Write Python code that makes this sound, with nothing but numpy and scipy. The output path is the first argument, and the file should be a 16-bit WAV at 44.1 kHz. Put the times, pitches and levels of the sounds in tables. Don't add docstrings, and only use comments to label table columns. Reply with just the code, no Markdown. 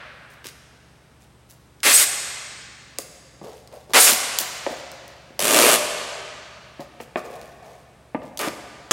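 import sys
import numpy as np
from scipy import signal
from scipy.fft import rfft, irfft, next_fast_len
from scipy.io import wavfile
from scipy.ndimage import uniform_filter1d

SR = 44100
rng = np.random.default_rng(int(sys.argv[2]) if len(sys.argv) > 2 else 0)


def file_out(sig):
    cols = np.atleast_2d(sig).T
    lim = np.clip(cols, -1, 1)
    pcm = np.round(lim * 32767).astype(np.int16)
    wavfile.write(sys.argv[1], SR, pcm)


N = 393372

# f/Hz, density/dB
VENT_SPECTRUM = [(12, -59), (20, -39), (43, -18.5), (65, -13), (93, -14.5), (127, -14.5), (146, -9.5),
                 (285, -15.5), (310, -15.5), (527, -18), (3630, -32), (7310, -37.5), (8180, -34),
                 (14700, -48), (16000, -49)]
# f/Hz, level/dB
HUM_TONES = [(58, -66), (72, -63), (120, -61), (145, -65)]
# f/Hz, t60/s
HALL_DECAY = [(100, 1.7), (250, 1.2), (550, 2.11), (1500, 2.72), (3200, 2.235), (4500, 2.22), (6400, 1.78),
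              (9000, 1.154), (12000, 0.88), (16000, 0.56)]
# f/Hz, level/dB
HALL_SPECTRUM = [(100, 3), (300, -9), (450, -1.5), (600, -2), (1000, -4), (2000, -4), (4000, -3.5),
                 (8000, -2.5), (16000, -5.5)]
# f/Hz, width/Hz, level/dB
BOX_MODES = [(290, 48, -5.5), (400, 70, -1.5), (594.5, 67, 5), (722, 240, -6.5), (754, 160, -8.5),
             (1206, 120, -7), (1495, 260, -12), (2315, 1000, -11)]
# t/s, length/s, level/dB, rubbing tone/Hz
BOX_SLIDES = [(3.418, .18, -43.5, 470), (3.714, .11, -45.5, 540), (3.892, .04, -42.5, 398),
              (4.671, .14, -40, 704), (6.796, 0.038, -38.5, 614), (7.165, 0.0406, -36, 1170),
              (7.228, .26, -43.5, 490), (7.622, .18, -49, 700), (8.222, 0.068, -48, 560)]
# t/s, peak/dB, brightness/Hz, thump/dB, thump/Hz, settling delay/s,
# settling re landing/dB
BOX_KNOCKS = [(.454, -33, 500, 17, 390, .015, -12), (2.987, -23.5, 806, -14, 497, .01, -21),
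              (3.415, -30, 300, 3, 190, 0.027, -4), (4.099, -22, 703, 11.5, 380, 0.025, 1.5),
              (4.405, -26, 710, -6, 215, .012, -10), (4.665, -12.5, 1100, -1, 703, .042, -12),
              (5.304, -37, 502, 1, 240, .015, -14), (5.393, -16.5, 1204, -6.5, 330, .03, -7),
              (6.795, -25.5, 850, 7, 200, .013, -11), (7.002, -25, 1200, -21.5, 263, .008, -20.5),
              (7.158, -10, 2000, 8, 394, 0.019, -29), (8.147, -12, 750, 6, 400, 0.00383, -2.5),
              (8.219, -29.5, 1200, -4.5, 304, 0.025, -4), (8.474, -17.5, 690, 2.5, 230, .01, -6.5)]
# t/s, length/s, level/dB, centre/Hz
WRAP_CRINKLES = [(0.296, 0.085, -60.5, 5500), (.44, .07, -41, 2960), (1.2, .065, -62, 3500),
                 (1.487, .068, -53.5, 6930), (2.992, .045, -45.5, 7000), (4.098, .06, -21, 6020),
                 (4.385, .045, -28.5, 7870), (6.998, .06, -51.5, 4950), (8.396, 0.026, -33.5, 7500)]
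# t/s, peak/dB, centre/Hz, flutter/0-1
PLASTIC_SNAPS = [(.4438, -27, 2580, .3), (.469, -22, 9000, .08), (1.804, -35, 3610, .2),
                 (2.986, -5.5, 5590, 0.13), (3.675, -32.5, 4400, 0.3), (4.387, -3, 7500, 0.5),
                 (4.41, -13, 6000, .3), (4.917, -22, 5990, .1), (5.08, -28, 5930, .1),
                 (5.393, -5, 5540, .5), (7.415, -25.5, 4000, 0.1), (8.374, -16.5, 5780, .5),
                 (8.382, -21.5, 6070, .2), (8.484, -18.5, 2470, 0.4)]
# f/Hz, density/dB
CLATTER_SPECTRUM = [(88, -42), (150, -5.5), (1170, -2.5), (2650, -11.5), (3220, -1.5), (4000, -16),
                    (7180, -5.5), (7770, -9), (16000, -28.5)]
DRUM_SPECTRUM = [(70, -36), (150, -12), (260, -2), (430, -1), (800, -2.5), (1200, -1.5), (2000, -16.5),
                 (4000, -48.5)]
RASP_SPECTRUM = [(400, -14), (900, -8), (1500, -3), (3200, -1), (4500, -1.5), (7000, -4.5), (16000, -31)]
HISS_SPECTRUM = [(2000, -30), (4000, -6), (5500, -5), (8200, -0.5), (10500, -2), (13000, -6.5),
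                 (16000, -14.5)]
# t/s, length/s, first f/Hz, last f/Hz, level/dB
FILM_SQUEALS = [(1.933, .04, 8390, 8060, -13.5), (1.971, .022, 6700, 7100, -19),
                (1.98, .055, 8370, 7710, -24.5), (3.997, .022, 8140, 9440, -16.5)]
# t/s, length/s, base level/dB, swell/s, drum offset/dB, rasp offset/dB, rasp centre/Hz,
# box ring share/0-1, drum low cut/Hz
TAPE_PULLS = [(1.832, .207, -16.5, 0.032, -7, 1.5, 2000, 0.17, 320),
              (3.935, 0.17, -15, 0.025, 2, 4.5, 1940, 0, 330),
              (5.402, .355, -16.5, 0.17, -1, -2.5, 2300, 0.5, 100),
              (8.392, .092, -37.5, 0.0039, 9.5, 4, 1250, 0.45, 271)]
# t/s, slip rate/Hz
SLIP_RATES = [
    [(1.83, 190), (1.9, 290), (1.965, 530), (1.992, 430), (2.04, 380)],
    [(3.935, 200), (3.985, 322), (4.01, 490), (4.045, 680), (4.072, 403), (4.1, 410)],
    [(5.4, 104), (5.76, 118)],
    [(8.39, 170), (8.48, 260)],
]


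def amp(db):
    return 10 ** (np.asarray(db) / 20)


def unit(x):
    return x / np.sqrt(np.mean(x ** 2) + 1e-20)


def clock(length_s):
    return np.arange(max(int(length_s * SR), 8)) / SR


def along(points, hz):
    f, values = np.transpose(points)
    return np.interp(np.log(hz + 1), np.log(f), values)


def add(track, start_s, x):
    part = track[round(start_s * SR):][:len(x)]
    part += x[:len(part)]


def filtered(x, response):
    n = x.shape[-1]
    padded = next_fast_len(n + SR // 8)
    return irfft(rfft(x, padded) * response(np.fft.rfftfreq(padded, 1 / SR)), padded)[..., :n]


def coloured(x, spectrum):
    return unit(filtered(x, lambda f: amp(along(spectrum, f))))


def resonance(f, hz, width_hz):
    return 1j * f * width_hz / (hz * hz - f * f + 1j * f * width_hz)


def stroke(t, rise_s):
    return unit((1 - np.exp(-t / rise_s)) * (1 - t / t[-1]))


def background(vent_db=-55, width_db=-19):
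    t = np.arange(N) / SR
    hum = sum(amp(db) * np.sqrt(2) * np.sin(2 * np.pi * (hz * t + rng.random())) for hz, db in HUM_TONES)
    mid, side = amp(vent_db) * coloured(rng.standard_normal((2, N)), VENT_SPECTRUM)
    return hum + mid + amp(width_db) * np.array([side, -side])


def hall_tail(age_s):
    hz, t, noise = signal.stft(rng.standard_normal(3 * SR), SR, nperseg=256)
    fade_db = along(HALL_SPECTRUM, hz)[:, None] - 60 * (t + age_s) / along(HALL_DECAY, hz)[:, None]
    return signal.istft(noise * amp(fade_db), SR, nperseg=256)[1]


def lingering_echo(db=-42, age_s=.8):
    out = np.zeros(N)
    rip_hz_db = [(200, -10.5), (600, 3.5), (900, -4.5), (1500, 3), (3000, -3.5), (5000, -13.5),
                 (9000, -23)]
    ring = coloured(hall_tail(age_s), rip_hz_db)
    add(out, 0, amp(db) * ring / np.std(ring[:SR // 10]))
    return out


def workshop_echo(x, hall_db=-41.5, near_db=-36, near_t60_s=.2, build_s=.0068):
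    tail = amp(hall_db) * hall_tail(0)
    t = np.arange(len(tail)) / SR
    near = amp(near_db - 60 * t / near_t60_s) * rng.standard_normal(len(t))
    return signal.fftconvolve(x, (tail + near) * (1 - np.exp(-t / build_s)))[:N]


def cardboard(f, damping):
    return sum((-1) ** k * amp(db) * resonance(f, hz, damping * width_hz)
               for k, (hz, width_hz, db) in enumerate(BOX_MODES))


def radiation(f, cut_hz):
    return -f * f / (cut_hz * cut_hz - f * f + 1j * np.sqrt(2) * f * cut_hz)


def slides(tone_width_hz=90, tone_db=9, dull_hz=900):
    out = np.zeros(N)
    for start_s, length_s, db, hz in BOX_SLIDES:
        t = clock(length_s)
        body = lambda f: cardboard(f, damping=3.6) + amp(tone_db) * resonance(f, hz, tone_width_hz)
        friction = lambda f: resonance(f, hz, 2.3 * hz) / (1 + 1j * f / dull_hz)
        rub = filtered(rng.standard_normal(len(t)), lambda f: body(f) * friction(f))
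        add(out, start_s, amp(db) * unit(rub) * stroke(t, rise_s=.018))
    return out


def crinkles(folds_per_s=1300, fold_t60_s=.0022, rustle=.27, breadth=2.8, wrap_db=-12.5, wrap_hz=3150):
    out = np.zeros(N)
    shaken = [(start_s, 1.5 * length_s, db + wrap_db, wrap_hz) for start_s, length_s, db, _ in BOX_SLIDES]
    for start_s, length_s, db, hz in WRAP_CRINKLES + shaken:
        t = clock(length_s)
        folds = (rng.random(len(t)) < folds_per_s / SR) * rng.exponential(size=len(t))
        strength = rustle + signal.fftconvolve(folds, amp(-60 * t / fold_t60_s))[:len(t)]
        crackle = strength * rng.standard_normal(len(t))
        grains = filtered(crackle, lambda f: resonance(f, hz, breadth * hz) ** 2)
        add(out, start_s, amp(db) * unit(grains * stroke(t, rise_s=.012)))
    return out


def contacts(flat_bright_hz=650, flat_thump_db=9, flat_thump_hz=215):
    for start_s, db, bright_hz, thump_db, thump_hz, settle_s, settle_db in BOX_KNOCKS:
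        yield start_s, db, bright_hz, thump_db, thump_hz
        yield start_s + settle_s, db + settle_db, flat_bright_hz, flat_thump_db, flat_thump_hz


def knocks(chatter=.074, chatter_t60_s=.06, thump_width_hz=130, cut_hz=160):
    out, t = np.zeros(N), clock(.15)
    for start_s, db, bright_hz, thump_db, thump_hz in contacts():
        force = (t == 0) + chatter * rng.standard_normal(len(t)) * amp(-60 * t / chatter_t60_s)
        body = lambda f: cardboard(f, damping=1.5) + amp(thump_db) * resonance(f, thump_hz, thump_width_hz)
        ring = filtered(force, lambda f: body(f) * radiation(f, cut_hz) / (1 + .5j * f / bright_hz) ** 2)
        add(out, start_s, amp(db) * ring / np.abs(ring).max())
    return out


def dispenser(start_s=8.91, db=-10, t60_s=.14):
    out, t = np.zeros(N), clock(.041)
    clatter = coloured(rng.standard_normal(len(t)), CLATTER_SPECTRUM)
    add(out, start_s, amp(db) * clatter * amp(-60 * t / t60_s))
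    return out


def snaps(t60_s=.012, breadth=1.9, break_db=-13, break_hz=4500, break_flutter=.49):
    out, t = np.zeros(N), clock(.04)
    breaks = [(start_s, break_db, break_hz, break_flutter) for start_s, *_ in TAPE_PULLS]
    for start_s, db, hz, flutter in PLASTIC_SNAPS + breaks:
        buckle = (t == 0) + flutter * rng.standard_normal(len(t)) * amp(-60 * t / t60_s)
        crack = filtered(buckle, lambda f: resonance(f, hz, breadth * hz) ** 2)
        add(out, start_s, amp(db) * crack / np.abs(crack).max())
    return out


def squeals(waver_hz=130):
    out = np.zeros(N)
    for start_s, length_s, first_hz, last_hz, db in FILM_SQUEALS:
        n = len(clock(length_s))
        waver = unit(uniform_filter1d(rng.standard_normal(n), size=60))
        pitch_hz = np.linspace(first_hz, last_hz, n) + waver_hz * waver
        whistle = np.sin(2 * np.pi * np.cumsum(pitch_hz) / SR)
        add(out, start_s, amp(db) * unit(signal.windows.tukey(n, .5) * whistle))
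    return out


def effort(t, length_s, swell_s, swell_db=12, ease_db=3.5, ease_share=.19):
    easing = np.clip((t / length_s - 1) / ease_share + 1, 0, 1)
    return -swell_db * np.maximum(1 - t / swell_s, 0) - ease_db * easing


def peeling(rate_curve, t, crossover_hz=427, steepness=6.2):
    slip_hz = np.interp(t, *np.transpose(rate_curve))
    return slip_hz, 1 / (1 + (crossover_hz / slip_hz) ** steepness)


def stick_slip(slip_hz, effort_db, merge_hz=310, jitter=.1, scatter_db=1.5, decay_cycles=.2):
    merged = np.clip(amp(.43 * effort_db) * slip_hz / merge_hz, 0, 1)
    unrest = unit(uniform_filter1d(rng.standard_normal(len(slip_hz)), size=200))
    cycles = np.cumsum(slip_hz * np.exp(jitter * unrest)) / SR
    sizes = amp(scatter_db * rng.standard_normal(len(slip_hz)))[cycles.astype(int)]
    phase = cycles % 1
    cracks = unit(sizes * phase * np.exp(-phase / decay_cycles))
    return np.sqrt(merged + (1 - merged) * cracks ** 2)


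def tape(film_trim_db=-1, rasp_width_hz=1950, grit=.22, run_on_s=.0071):
    out = np.zeros(N)
    for pull, rate_curve in zip(TAPE_PULLS, SLIP_RATES):
        start_s, length_s, db, swell_s, drum_db, rasp_db, rasp_hz, ring_share, cut_hz = pull
        t = clock(length_s + .04)
        slip_hz, smooth = peeling(rate_curve, start_s + t)
        effort_db = effort(t, length_s, swell_s)
        drum_gain = amp(db + drum_db + effort_db - 27 * smooth)
        rasp_gain = amp(db + rasp_db + .7 * effort_db - 14 * smooth)
        hiss_gain = amp(db + .66 * effort_db + 4.5 * smooth)
        threads = stick_slip(slip_hz, effort_db) * rng.standard_normal((4, len(t)))
        threads *= np.exp(grit * rng.standard_normal(len(t)))
        ring = unit(filtered(threads[0], lambda f: cardboard(f, damping=.49)))
        panels = ring_share * ring + (1 - ring_share) * coloured(threads[1], DRUM_SPECTRUM)
        drum = drum_gain * unit(filtered(panels, lambda f: radiation(f, cut_hz)))
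        strip = filtered(threads[2], lambda f: resonance(f, rasp_hz, rasp_width_hz))
        rasp = rasp_gain * coloured(strip, RASP_SPECTRUM)
        hiss = hiss_gain * coloured(threads[3], HISS_SPECTRUM)
        run_on = np.exp(-np.maximum(t - length_s, 0) / run_on_s)
        add(out, start_s, (drum + amp(film_trim_db) * (rasp + hiss)) * run_on)
    return out


def scene(spread_db=-16, lean_db=-25, side_cut_hz=850):
    direct = tape() + squeals() + knocks() + slides() + snaps() + crinkles() + dispenser()
    room = workshop_echo(direct) + lingering_echo()
    mid = direct + room
    late_room = np.pad(room, (SR // 50, 0))[:N]
    side = amp(spread_db) * late_room + amp(lean_db) * mid
    side = filtered(side, lambda f: 1 / (1 + (f / side_cut_hz) ** 4))
    return mid + np.array([side, -side]) + background()


def record(dry, top_hz=15950):
    rounded = dry / (1 + np.abs(dry) ** 6) ** (1 / 6)
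    return filtered(rounded, lambda f: f < top_hz)


dry = scene()
out = record(dry)
file_out(out)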